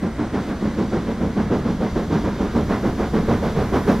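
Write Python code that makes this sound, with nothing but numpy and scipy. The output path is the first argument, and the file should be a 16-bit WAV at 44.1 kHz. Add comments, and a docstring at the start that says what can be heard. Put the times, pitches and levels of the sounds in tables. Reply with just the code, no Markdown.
"""Steam train along a wood

A locomotive, some way off, slowly nears. Almost seven exhaust blasts a second boom in the
chimney and rasp out of its mouth; the trees throw back a soft wash. Underneath, carriages
rumble and wheels rush on the rails. Leaking steam hisses ever more brightly."""
import sys
import numpy as np
from scipy import signal
from scipy.fft import rfft, irfft
from scipy.io import wavfile
from scipy.ndimage import uniform_filter1d

SR = 44100
rng = np.random.default_rng(int(sys.argv[2]) if len(sys.argv) > 2 else 0)


def pcm_store(signal):
    """Save signal as 16-bit PCM."""
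    levels = np.round(np.clip(np.atleast_2d(signal), -1, 1) * 32767)
    wavfile.write(sys.argv[1], SR, levels.astype(np.int16).T)


N = 176400
TIME_S = np.arange(N) / SR

# exhaust blasts: valve opens t/s, length/s, then level/dB of thud, boom, hollow ring, bark, rasp, spray
BLASTS = [(.003, 0.062, -30.5, -22, -27.5, -32, -34, -52),
          (0.161, 0.067, -31, -26.5, -24.5, -30.5, -31, -49),
          (0.306, .07, -30, -22.5, -26.5, -28, -29.5, -47), (0.447, 0.08, -50, -25.5, -29, -35.5, -33, -54),
          (0.584, 0.088, -33, -19.5, -27.5, -30, -34, -52), (.748, 0.077, -36, -21, -25.5, -27.5, -32, -48),
          (0.899, 0.068, -32, -21.7, -23.5, -25.5, -30, -48.5),
          (1.035, 0.078, -36, -24.5, -31.5, -28.5, -34, -51),
          (1.179, 0.075, -30.5, -21.5, -27, -26.5, -32.5, -50),
          (1.336, 0.074, -34, -19.5, -26.5, -28, -29.5, -48.5),
          (1.48, 0.073, -28.5, -20.5, -24, -23, -28.5, -47),
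          (1.616, 0.088, -31, -20.9, -29.8, -28.8, -31.5, -49.5),
          (1.774, 0.075, -35, -21.5, -30.5, -26, -30, -49),
          (1.931, 0.065, -41, -24.5, -25.8, -25.6, -29, -46),
          (2.071, 0.091, -27.5, -21.5, -24.5, -26.5, -28, -44.4),
          (2.218, .063, -28, -22.5, -25, -27, -30, -50),
          (2.353, 0.095, -35, -25, -27.5, -27.1, -31.5, -49.5),
          (2.526, 0.06, -28, -18, -22.5, -23.5, -28, -44),
          (2.666, 0.077, -30, -22.5, -24.5, -23.5, -25.5, -44.5),
          (2.804, 0.074, -37, -21.5, -23, -25.5, -28.5, -48),
          (2.946, 0.094, -44, -24, -26.5, -27, -27.8, -51.4),
          (3.111, 0.068, -48, -19, -24, -22.5, -27, -45.5),
          (3.258, 0.07, -21, -20, -25.5, -20.5, -24.5, -43.5),
          (3.393, 0.079, -32.5, -22.5, -31.5, -25, -28.3, -44.5),
          (3.526, 0.094, -25, -24.4, -34, -22.5, -27, -45.5),
          (3.706, 0.06, -26.5, -20, -23, -21, -23.5, -42), (3.849, 0.063, -29, -16, -25, -19.5, -23.5, -40)]
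# chimney resonances: f/Hz, width/Hz, relative level/dB
BOOM_MODES = [(166, 36, -8.5), (206.3, 25, 2.5), (232, 13.7, 1.7)]
HOLLOW_MODES = [(299.6, 13.7, 2.5), (336, 33, -2.5)]
BARK_MODES = [(403.4, 22, 1), (452, 16, 1), (528, 135, -6)]
# noise spectra: f/Hz, relative level/dB
THUD_SPECTRUM = [(30, -34), (55, -19), (85, 2), (115, -3), (160, -4.5), (260, -33), (1000, -90)]
RASP_SPECTRUM = [(30, -40), (80, -24), (160, -5.5), (270, -8), (450, -18.5), (570, -10.5), (640, -7.5),
                 (720, -3.5), (860, -7.5), (1020, -6), (1280, -12), (1520, -12.5), (1850, -19),
                 (2100, -19.5), (2600, -29), (10000, -65)]
SPRAY_SPECTRUM = [(1000, -21), (2200, -1.5), (3400, 3.5), (4500, -2), (5900, -2), (8000, -16.5),
                  (11000, -23), (15000, -32)]
RUMBLE_SPECTRUM = [(12, -13), (22, 3), (32, -7.5), (43, -3.5), (58, 4.5), (95, -1), (130, -2), (210, -1),
                   (275, -6.5), (450, -18.5), (700, -26), (5000, -80)]
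WHEEL_SPECTRUM = [(30, -32), (200, 3), (500, 0), (800, -6.5), (1050, -4.7), (1500, -4), (1850, -8),
                  (2100, -7.5), (2600, -18), (4000, -21.5), (12000, -68)]
STEAM_SPECTRUM = [(1800, -10), (2800, -2.5), (3600, 0), (4400, -4), (4900, -2), (5400, -7.5), (5900, -3.5),
                  (6400, -9), (7300, -9.5), (8000, -23), (12000, -40)]
LEAK_SPECTRUM = [(5000, -20), (7000, -18), (8100, -24), (8700, 1), (9400, 1), (10200, 6), (11400, 5),
                 (14000, 1), (15000, -6), (15600, -7)]
AIR_SPECTRUM = [(30, -12), (120, -1), (300, 18), (1200, 7.5), (2200, -1), (4000, 3.5), (7000, 1),
                (8100, -1.5), (9000, -3), (11500, -10), (13000, -18), (15000, -35)]
# levels as the train nears: t/s, level/dB
RUMBLE_LEVELS = [(0, -31.5), (2, -27), (4, -26)]
WHEEL_LEVELS = [(0, -37), (2, -39), (3, -37), (4, -35.5)]
STEAM_LEVELS = [(0, -56), (.25, -54.5), (.42, -50), (.9, -48.5), (1.15, -51.5), (2, -49.5), (3, -48),
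                (4, -50.5)]
LEAK_LEVELS = [(0, -65), (.25, -70), (.45, -63.5), (.65, -66), (1.2, -66), (2.4, -63), (2.8, -59.5),
               (3.2, -60), (4, -56)]
AIR_LEVELS = [(0, -49.5), (2, -49), (4, -45.5)]
# edge tones of the leaks: f/Hz, width/Hz, start level/dB, end level/dB
EDGE_TONES = [(5890, 98, -69.5, -62), (8500, 450, -64.5, -85), (11550, 300, -83, -74)]
# engine position: t/s, left minus right/dB
ENGINE_BALANCE = [(0, -0.7), (4, -1.26)]
# phase between the microphone ports: f/Hz, left lead/rad
PORT_LEAD = [(0, -0.051), (5770, -0.47), (7670, -1.1), (9820, 1.2), (10900, 1.2), (12700, 0.1),
             (15200, -0.0)]

# blast envelopes: delay/s, release/(dB/s)
THUD_ENV, BOOM_ENV, RING_ENV = (-0.0044, 190), (0, 162), (-0.0044, 221)
RASP_ENV, SPRAY_ENV = (0, 169), (0.0012, 140)


def exhaust(spit_hz=11000, spit_width_hz=2000, spit_peak_db=-56):
    """Steam blasts: thud, three chimney rings, ragged rasp, fine spray and bright spit."""
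    starts_s, lengths_s, thud_db, boom_db, hollow_db, bark_db, rasp_db, spray_db = np.transpose(BLASTS)
    turbulence = from_db(0.3 * drift(rate_hz=120))
    spit_db = spit_peak_db + 2 * (spray_db - spray_db.max())   # square of the spray
    layers = [(noise(THUD_SPECTRUM), thud_db, THUD_ENV),
              (chimney(BOOM_MODES), boom_db, BOOM_ENV),
              (chimney(HOLLOW_MODES), hollow_db, RING_ENV),
              (chimney(BARK_MODES) * turbulence, bark_db, RING_ENV),
              (noise(RASP_SPECTRUM) * turbulence, rasp_db, RASP_ENV),
              (noise(SPRAY_SPECTRUM), spray_db, SPRAY_ENV),
              (resonance(spit_hz, spit_width_hz), spit_db, SPRAY_ENV)]
    return sum(steady(jet) * blast_flow(starts_s, lengths_s, db, *env) for jet, db, env in layers)


def blast_flow(starts_s, lengths_s, levels_db, delay_s, release_db_per_s, swell_share=0.62):
    """Steam flow envelope: each blast swells, holds, dies away; overlaps add in power."""
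    ticks_s = TIME_S[::40]
    age_s = ticks_s - starts_s[:, None] - delay_s
    length_s = lengths_s[:, None]
    swell = np.sin(np.pi / 2 * np.clip(age_s / (swell_share * length_s), 0, 1)) ** 4
    decay_db = release_db_per_s * np.maximum(age_s - length_s, 0)
    flows = swell * from_db(levels_db[:, None] - decay_db)
    return np.interp(TIME_S, ticks_s, np.sqrt(np.sum(flows ** 2, axis=0)))


def chimney(modes, skirt_ratio=1.23):
    """The turbulent jet rings one group of chimney modes, band-limited around the outer ones."""
    ringing = sum(from_db(db) * resonance(hz, width_hz) for hz, width_hz, db in modes)
    edges_hz = [modes[0][0] / skirt_ratio, modes[-1][0] * skirt_ratio]
    return signal.sosfilt(signal.butter(2, edges_hz, "band", fs=SR, output="sos"), ringing)


def resonance(hz, width_hz):
    """Turbulence ringing one resonance."""
    r = np.exp(-np.pi * width_hz / SR)
    poles = [1, -2 * r * np.cos(2 * np.pi * hz / SR), r * r]
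    return signal.lfilter([1 - r * r, 0, r * r - 1], poles, rng.standard_normal(N + SR))[SR:]


def wood_echo(x, level_db=-15.5, t60_s=1, build_up_s=0.051, width=0.12):
    """Countless trunks scatter the sound back as a dying wash."""
    tail = from_db(-60 * TIME_S / t60_s) * np.clip(TIME_S / build_up_s, 0, 1)
    echoes = rng.standard_normal((2, N)) * tail / np.sqrt(np.sum(tail ** 2))
    mid, side = signal.fftconvolve(x[None], echoes, axes=1)[:, :N]
    return from_db(level_db) * (mid + width * side * np.array([[1], [-1]]))


def carriages():
    """Low rumble of the train; wheels rushing on the rails."""
    rumble = stereo_noise(RUMBLE_SPECTRUM, width=0.0051) * from_db(curve(RUMBLE_LEVELS))
    wheel_db = curve(WHEEL_LEVELS) + 1.4 * drift(rate_hz=8.7)
    wheels = stereo_noise(WHEEL_SPECTRUM, width=0.032) * from_db(wheel_db)
    return rumble + wheels * pan(-0.28)


def steam_leaks():
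    """Escaping steam hisses; thin leaks add high hiss and breathy edge tones."""
    steam = stereo_noise(STEAM_SPECTRUM, width=0.1)
    steam *= from_db(curve(STEAM_LEVELS) + 1.2 * drift(rate_hz=12))
    whistles = sum(unit_rms(resonance(hz, width_hz)) * from_db(np.linspace(start_db, end_db, N))
                   for hz, width_hz, start_db, end_db in EDGE_TONES)
    leaks = stereo_noise(LEAK_SPECTRUM, width=0.14) * from_db(curve(LEAK_LEVELS))
    flicker = from_db(0.6 * drift(rate_hz=9))
    return steam + (leaks + whistles) * flicker


def air():
    """Soft diffuse hiss from all around, a little stronger on the left."""
    hiss = np.array([noise(AIR_SPECTRUM), noise(AIR_SPECTRUM)])
    return hiss * from_db(curve(AIR_LEVELS)) * pan(2.0)


def noise(spectrum):
    """Unit-RMS noise with the given spectrum."""
    hz, db = np.transpose(spectrum)
    bins_hz = np.maximum(np.arange(N // 2 + 1) * SR / N, 1)
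    gain = from_db(np.interp(np.log(bins_hz), np.log(hz), db))
    return unit_rms(irfft(rfft(rng.standard_normal(N)) * gain, N))


def stereo_noise(spectrum, width):
    """Mid noise plus side noise scaled by width."""
    return noise(spectrum) + width * noise(spectrum) * np.array([[1], [-1]])


def drift(rate_hz):
    """Smooth random wander, unit RMS."""
    r = np.exp(-2 * np.pi * rate_hz / SR)
    return unit_rms(signal.lfilter([1], [1, -2 * r, r * r], rng.standard_normal(N + SR))[SR:])


def steady(jet, window_s=0.045):
    """Hold a jet's short-term power near 1."""
    return jet / np.sqrt(uniform_filter1d(jet ** 2, int(window_s * SR)) + 1e-12)


def curve(points):
    """Join (t/s, value) points linearly."""
    return np.interp(TIME_S, *np.transpose(points))


def pan(left_minus_right_db):
    """Left and right gains."""
    return from_db(np.array([[.5], [-.5]]) * left_minus_right_db)


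def unit_rms(x):
    """Scale to unit power."""
    return x / np.sqrt(np.mean(x ** 2) + 1e-20)


def from_db(db):
    """Decibels to gain."""
    return 10 ** (np.asarray(db) / 20)


def scene():
    """Engine and echo slightly right, over carriages, leaks and air."""
    engine = exhaust()
    with_echo = (engine + wood_echo(engine)) * pan(curve(ENGINE_BALANCE))
    return with_echo + carriages() + steam_leaks() + air()


def record(dry, cutoff_hz=15700):
    """Close microphone pair: ports slightly out of phase, steep treble cut."""
    lead_rad = np.interp(np.arange(N // 2 + 1) * SR / N, *np.transpose(PORT_LEAD))
    at_ports = irfft(rfft(dry) * np.exp(1j * lead_rad * np.array([[.5], [-.5]])), N)
    return signal.sosfilt(signal.ellip(12, .1, 90, cutoff_hz, fs=SR, output="sos"), at_ports)


dry = scene()
out = record(dry)
pcm_store(out)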